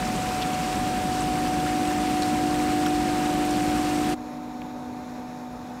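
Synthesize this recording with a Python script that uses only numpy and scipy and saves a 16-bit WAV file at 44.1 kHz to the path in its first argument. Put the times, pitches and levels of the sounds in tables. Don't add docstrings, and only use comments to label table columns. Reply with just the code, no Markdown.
import sys
import numpy as np
from scipy import signal
from scipy.fft import rfft, irfft, next_fast_len
from scipy.io import wavfile
from scipy.ndimage import uniform_filter1d, map_coordinates

SR = 44100
rng = np.random.default_rng(int(sys.argv[2]) if len(sys.argv) > 2 else 0)


def output_pcm(signal):
    pcm = np.clip(np.atleast_2d(signal).T, -1, 1) * 32767
    wavfile.write(sys.argv[1], SR, np.round(pcm).astype(np.int16))


def volts_from_decibels(level):
    exponent = np.asarray(level, float) / 20
    return 10 ** exponent


N = 255780
T = np.arange(N) / SR

CUT_S, FADE_S = 4.143, 0.014

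# frequency in Hz, density in dB per Hz.
CHURN_NEAR = [(15, -40.5), (25, -18), (42, -8), (58, -2.5), (76, -10), (110, -6.5), (170, -2), (235, -1),
              (300, -5), (400, -10.5), (550, -12.5), (900, -25), (1500, -63)]
SPRAY_NEAR = [(300, -29), (600, 0), (900, -1), (1500, -2.5), (1900, -5), (2800, -6), (3200, -9),
              (5500, -11.5), (6600, -14), (8300, -12.5), (10500, -21), (13500, -22.5), (15000, -27),
              (16500, -30)]
CHURN_FAR = [(15, -40), (28, -10), (50, -3), (85, -5.5), (150, 0.5), (290, -0.5), (380, -6.5), (580, -4.5),
             (680, -7), (800, -5), (1050, -8), (1350, -14), (1800, -24), (2300, -58)]
SPRAY_FAR = [(1400, 0.5), (2200, -3), (2450, -2), (3000, -12.5), (3750, -4.5), (4900, -11.5), (5400, -7),
             (6100, -11.5), (6700, -8), (7400, -13.5), (8300, -19.5), (10100, -19), (11500, -15.5),
             (12800, -29)]
FLOW_NEAR_DB, FLOW_FAR_DB = (-35, -36.5), (-47, -53)

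# start in seconds, peak level in dB, ring frequency in Hz.
CLOSE_DROPS = [(0.163, -24, 7730), (0.414, -24, 3360), (0.4182, -19, 2830), (0.4214, -22, 4830),
               (0.4254, -19, 3470), (0.431, -20, 3060), (1.8751, -27.5, 7840), (1.1298, -26, 7210),
               (1.2067, -21.5, 7900), (1.2404, -23, 2830), (1.5993, -25, 3330), (1.665, -17, 1440),
               (2.2218, -18.5, 4260), (2.2218, -20.5, 8140), (2.2305, -24, 4600), (2.233, -21, 4000),
               (2.3092, -23, 1510), (2.8612, -18, 3150), (2.865, -15, 1400), (2.8654, -24, 5600),
               (2.8662, -30, 13200), (2.8764, -28, 2450), (3.441, -24, 2700), (3.4516, -29, 12400),
               (3.507, -27, 5530), (3.511, -27, 5820), (4.0454, -26, 3170), (4.6178, -29.5, 2500),
               (5.5283, -49, 11200), (5.7354, -41, 1226)]
# pitch ratio to the ring, level in dB relative to it.
CRACK = [(1.28, -5.5), (1.75, -12)]
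TICK_HZ, TICK_DB, TICK_CYCLES = 12000, -10, 2.6
SPATTER_DB, SPATTER_SPREAD_DB, SPATTER_HZ, SPATTER_OCTAVES = -30, 1.5, 1286, 2.9

PUMP_HZ, MOTOR_HZ, PANEL_HZ = 246.77, 299.87, 349.8
# order (multiple of the base frequency), level in dB rms.
PUMP_NEAR = [(1, -40), (2, -50), (3, -29), (4, -53), (5, -55)]
PUMP_FAR = [(1, -39), (2, -56), (3, -44), (4, -66), (5, -64), (6, -71)]
MOTOR_NEAR = [(2, -49), (3, -52), (4, -59), (8, -59), (9, -62), (11, -63), (22, -65), (23, -68), (24, -62),
              (25, -65), (26, -66), (27, -70), (32, -66), (34, -71)]
MOTOR_FAR = [(2, -58), (3, -54), (5, -73), (6, -72), (8, -75), (9, -79), (10, -78), (14, -80), (22, -81),
             (23, -80), (24, -80)]
SLOT_DB, SWELL_DB, SWELL_S = -27.5, 15, 1.31
PANEL_DB, PANEL_GROWS = -35.5, 1.1
THIRD_DB, THIRD_TOP_S, THIRD_SAG = -28.5, 2.15, 0.64
DECK_SLOT_DB, DECK_SLOT_FALL = -41, 6.1
DECK_PANEL_DB, DECK_THIRD_DB, DECK_THIRD_FALL = -60.5, -42.5, 1.4

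# start in seconds, level in dB rms.
SQUEAKS = [
    (4.642, -59.5),
]
SQUEAK_S, SQUEAK_HZ, SQUEAK_FALL_HZ = .045, 2280, 480

# frequency in Hz, density in dB per Hz.
CAMERA_HISS = [(8000, -30), (11000, -6), (12800, 0), (14000, 2), (16500, 1)]
WHINE_HZ, SCAN_HZ = 13750, 52.6


def unit(x):
    return x / np.sqrt(np.mean(x ** 2) + 1e-20)


def wobble(rate):
    knots = rng.standard_normal(int(N * rate / SR) + 4)
    return map_coordinates(knots, [T * rate])


def coloured(x, points, lo_hz, hi_hz):
    m = next_fast_len(N + 8192)
    hz = np.fft.rfftfreq(m, 1 / SR)
    f, db = np.transpose(points)
    gain_db = np.interp(np.log(hz + 1), np.log(f), db, left=-120, right=-120)
    z = rfft(x, m) * volts_from_decibels(gain_db)
    band = irfft(z * ((hz > lo_hz) & (hz < hi_hz)), m)[:N]
    return irfft(z, m)[:N] / np.std(band)


def patchy(depth_db):
    z = signal.stft(rng.standard_normal(N), nperseg=512)[2]
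    field = uniform_filter1d(rng.standard_normal(z.shape), size=8, axis=0)
    field = uniform_filter1d(field, size=8, axis=1)
    noise = signal.istft(z * volts_from_decibels(depth_db * unit(field)), nperseg=512)[1]
    return unit(noise[:N])


def pings(s, peak, hz, cycles):
    t = np.arange(160) / SR
    turns = hz[:, None] * t
    envelope = np.exp(-turns / cycles) * (1 - np.exp(-turns / 0.55))
    ring = peak[:, None] * np.sin(2 * np.pi * turns) * envelope
    at = np.round(s * SR).astype(int)[:, None] + np.arange(len(t))
    return np.bincount(at.ravel(), ring.ravel(), N + len(t) + 1)[:N]


def droplets(count, spread_db, cycles):
    u = rng.random((count, 3))
    hz = 900 + 14000 * u[:, 2] ** 1.31
    size_db = np.minimum(-spread_db * np.log(1 - u[:, 1]), 13.5)
    size = volts_from_decibels(size_db) * (hz / 5000) ** 0.73
    return unit(pings(u[:, 0] * (N - 1) / SR, size, hz, cycles))


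def water(flow, churn, spray, grain, count):
    churn_db, spray_db = flow
    surge = wobble(9)
    low = volts_from_decibels(churn_db + 0.31 * wobble(7.3)) * coloured(patchy(0.5), churn, 91, 227)
    hiss = patchy(0.76) * volts_from_decibels(0.43 * surge + 0.48 * wobble(29.83))
    fizz = hiss + grain * droplets(count, 2.0, 3.3)
    return low + volts_from_decibels(spray_db) * coloured(fizz, spray, 1540, 15000)


def spatter(count):
    u = rng.random((count, 3))
    s = u[:, 0] * (CUT_S - FADE_S)
    db = SPATTER_DB - SPATTER_SPREAD_DB * np.log(1 - u[:, 1]) / 2
    return np.c_[s, db, SPATTER_HZ * 2 ** (SPATTER_OCTAVES * u[:, 2])]


def splashes():
    s, db, hz = np.r_[CLOSE_DROPS, spatter(count=70)].T
    s = s + .0003
    u = rng.random((len(s), 9))
    cycles = 1.3 + hz[:, None] / 1500
    out = pings(s, volts_from_decibels(db), hz, cycles)
    cracks = (hz > 2000) & (hz < 6000)
    for k, (up, down_db) in enumerate(CRACK):
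        out += pings(s + .0006 * u[:, k], volts_from_decibels(db + down_db) * cracks, np.minimum(hz * up, 15000), cycles)
    tick_hz = TICK_HZ * (.9 + .25 * u[:, 8])
    out += pings(s, volts_from_decibels(db + TICK_DB) * (hz < 9000), tick_hz, TICK_CYCLES)
    for k in range(3):
        later = s + .002 + .006 * u[:, 2 + k]
        out += pings(later, volts_from_decibels(db - 13.5), hz * (0.8 + 0.49 * u[:, 5 + k]), cycles)
    return out


def tone(hz, db, drift, flutter_db):
    level = np.sqrt(2) * volts_from_decibels(db + flutter_db * wobble(4.86))
    start = 2 * np.pi * rng.random()
    return level * np.sin(2 * np.pi * hz * T + drift * wobble(2.96) + start)


def machines(hum, pump, motor):
    slot_db, panel_db, third_db = hum
    out = tone(MOTOR_HZ, slot_db, .15, .4)
    out += tone(PANEL_HZ, panel_db, .2, .6)
    out += tone(3 * PUMP_HZ, third_db, .15, .4)
    out += sum(tone(k * PUMP_HZ, db, .2, .6) for k, db in pump if k != 3)
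    return out + sum(tone(k * MOTOR_HZ, db, .4, 1.5) for k, db in motor)


def hum_near():
    short_db = SWELL_DB * np.exp(-(T / SWELL_S) ** 2)
    third_db = THIRD_DB - THIRD_SAG * (T - THIRD_TOP_S) ** 2
    return SLOT_DB - short_db, PANEL_DB - PANEL_GROWS * short_db, third_db


def hum_far():
    since = np.abs(T - CUT_S)
    slot_db = DECK_SLOT_DB - DECK_SLOT_FALL * since ** 2
    return slot_db, DECK_PANEL_DB, DECK_THIRD_DB - DECK_THIRD_FALL * since


def squeaks():
    out = np.zeros(N)
    for s, db in SQUEAKS:
        u = np.clip((T - s) / SQUEAK_S, 0, 1)
        turns = SQUEAK_S * u * (SQUEAK_HZ - SQUEAK_FALL_HZ * u / 2)
        out += np.sqrt(2) * volts_from_decibels(db) * np.sin(np.pi * u) * np.sin(2 * np.pi * turns)
    return out


def camera():
    scanning = (T * SCAN_HZ + .75) % 1 < .72
    gate = np.clip(scanning + .05, 0, 1)
    whine = volts_from_decibels(-72.5) * np.sqrt(2) * gate * np.sin(2 * np.pi * WHINE_HZ * T)
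    return whine + volts_from_decibels(-74) * coloured(rng.standard_normal(N), CAMERA_HISS, 12000, 15000)


def scene():
    near = water(FLOW_NEAR_DB, CHURN_NEAR, SPRAY_NEAR, grain=0.4, count=9000)
    near += machines(hum_near(), PUMP_NEAR, MOTOR_NEAR)
    far = water(FLOW_FAR_DB, CHURN_FAR, SPRAY_FAR, grain=0.13, count=4000)
    far += machines(hum_far(), PUMP_FAR, MOTOR_FAR)
    moved = np.clip((T - CUT_S) / FADE_S + .5, 0, 1)
    mix = (1 - moved) * near + moved * far + splashes() + squeaks() + camera()
    return mix[None]


def top_cut(x):
    return signal.sosfilt(signal.butter(12, 15700, fs=SR, output="sos"), x)


def record(dry):
    return top_cut(dry)


dry = scene()
out = record(dry)
output_pcm(out)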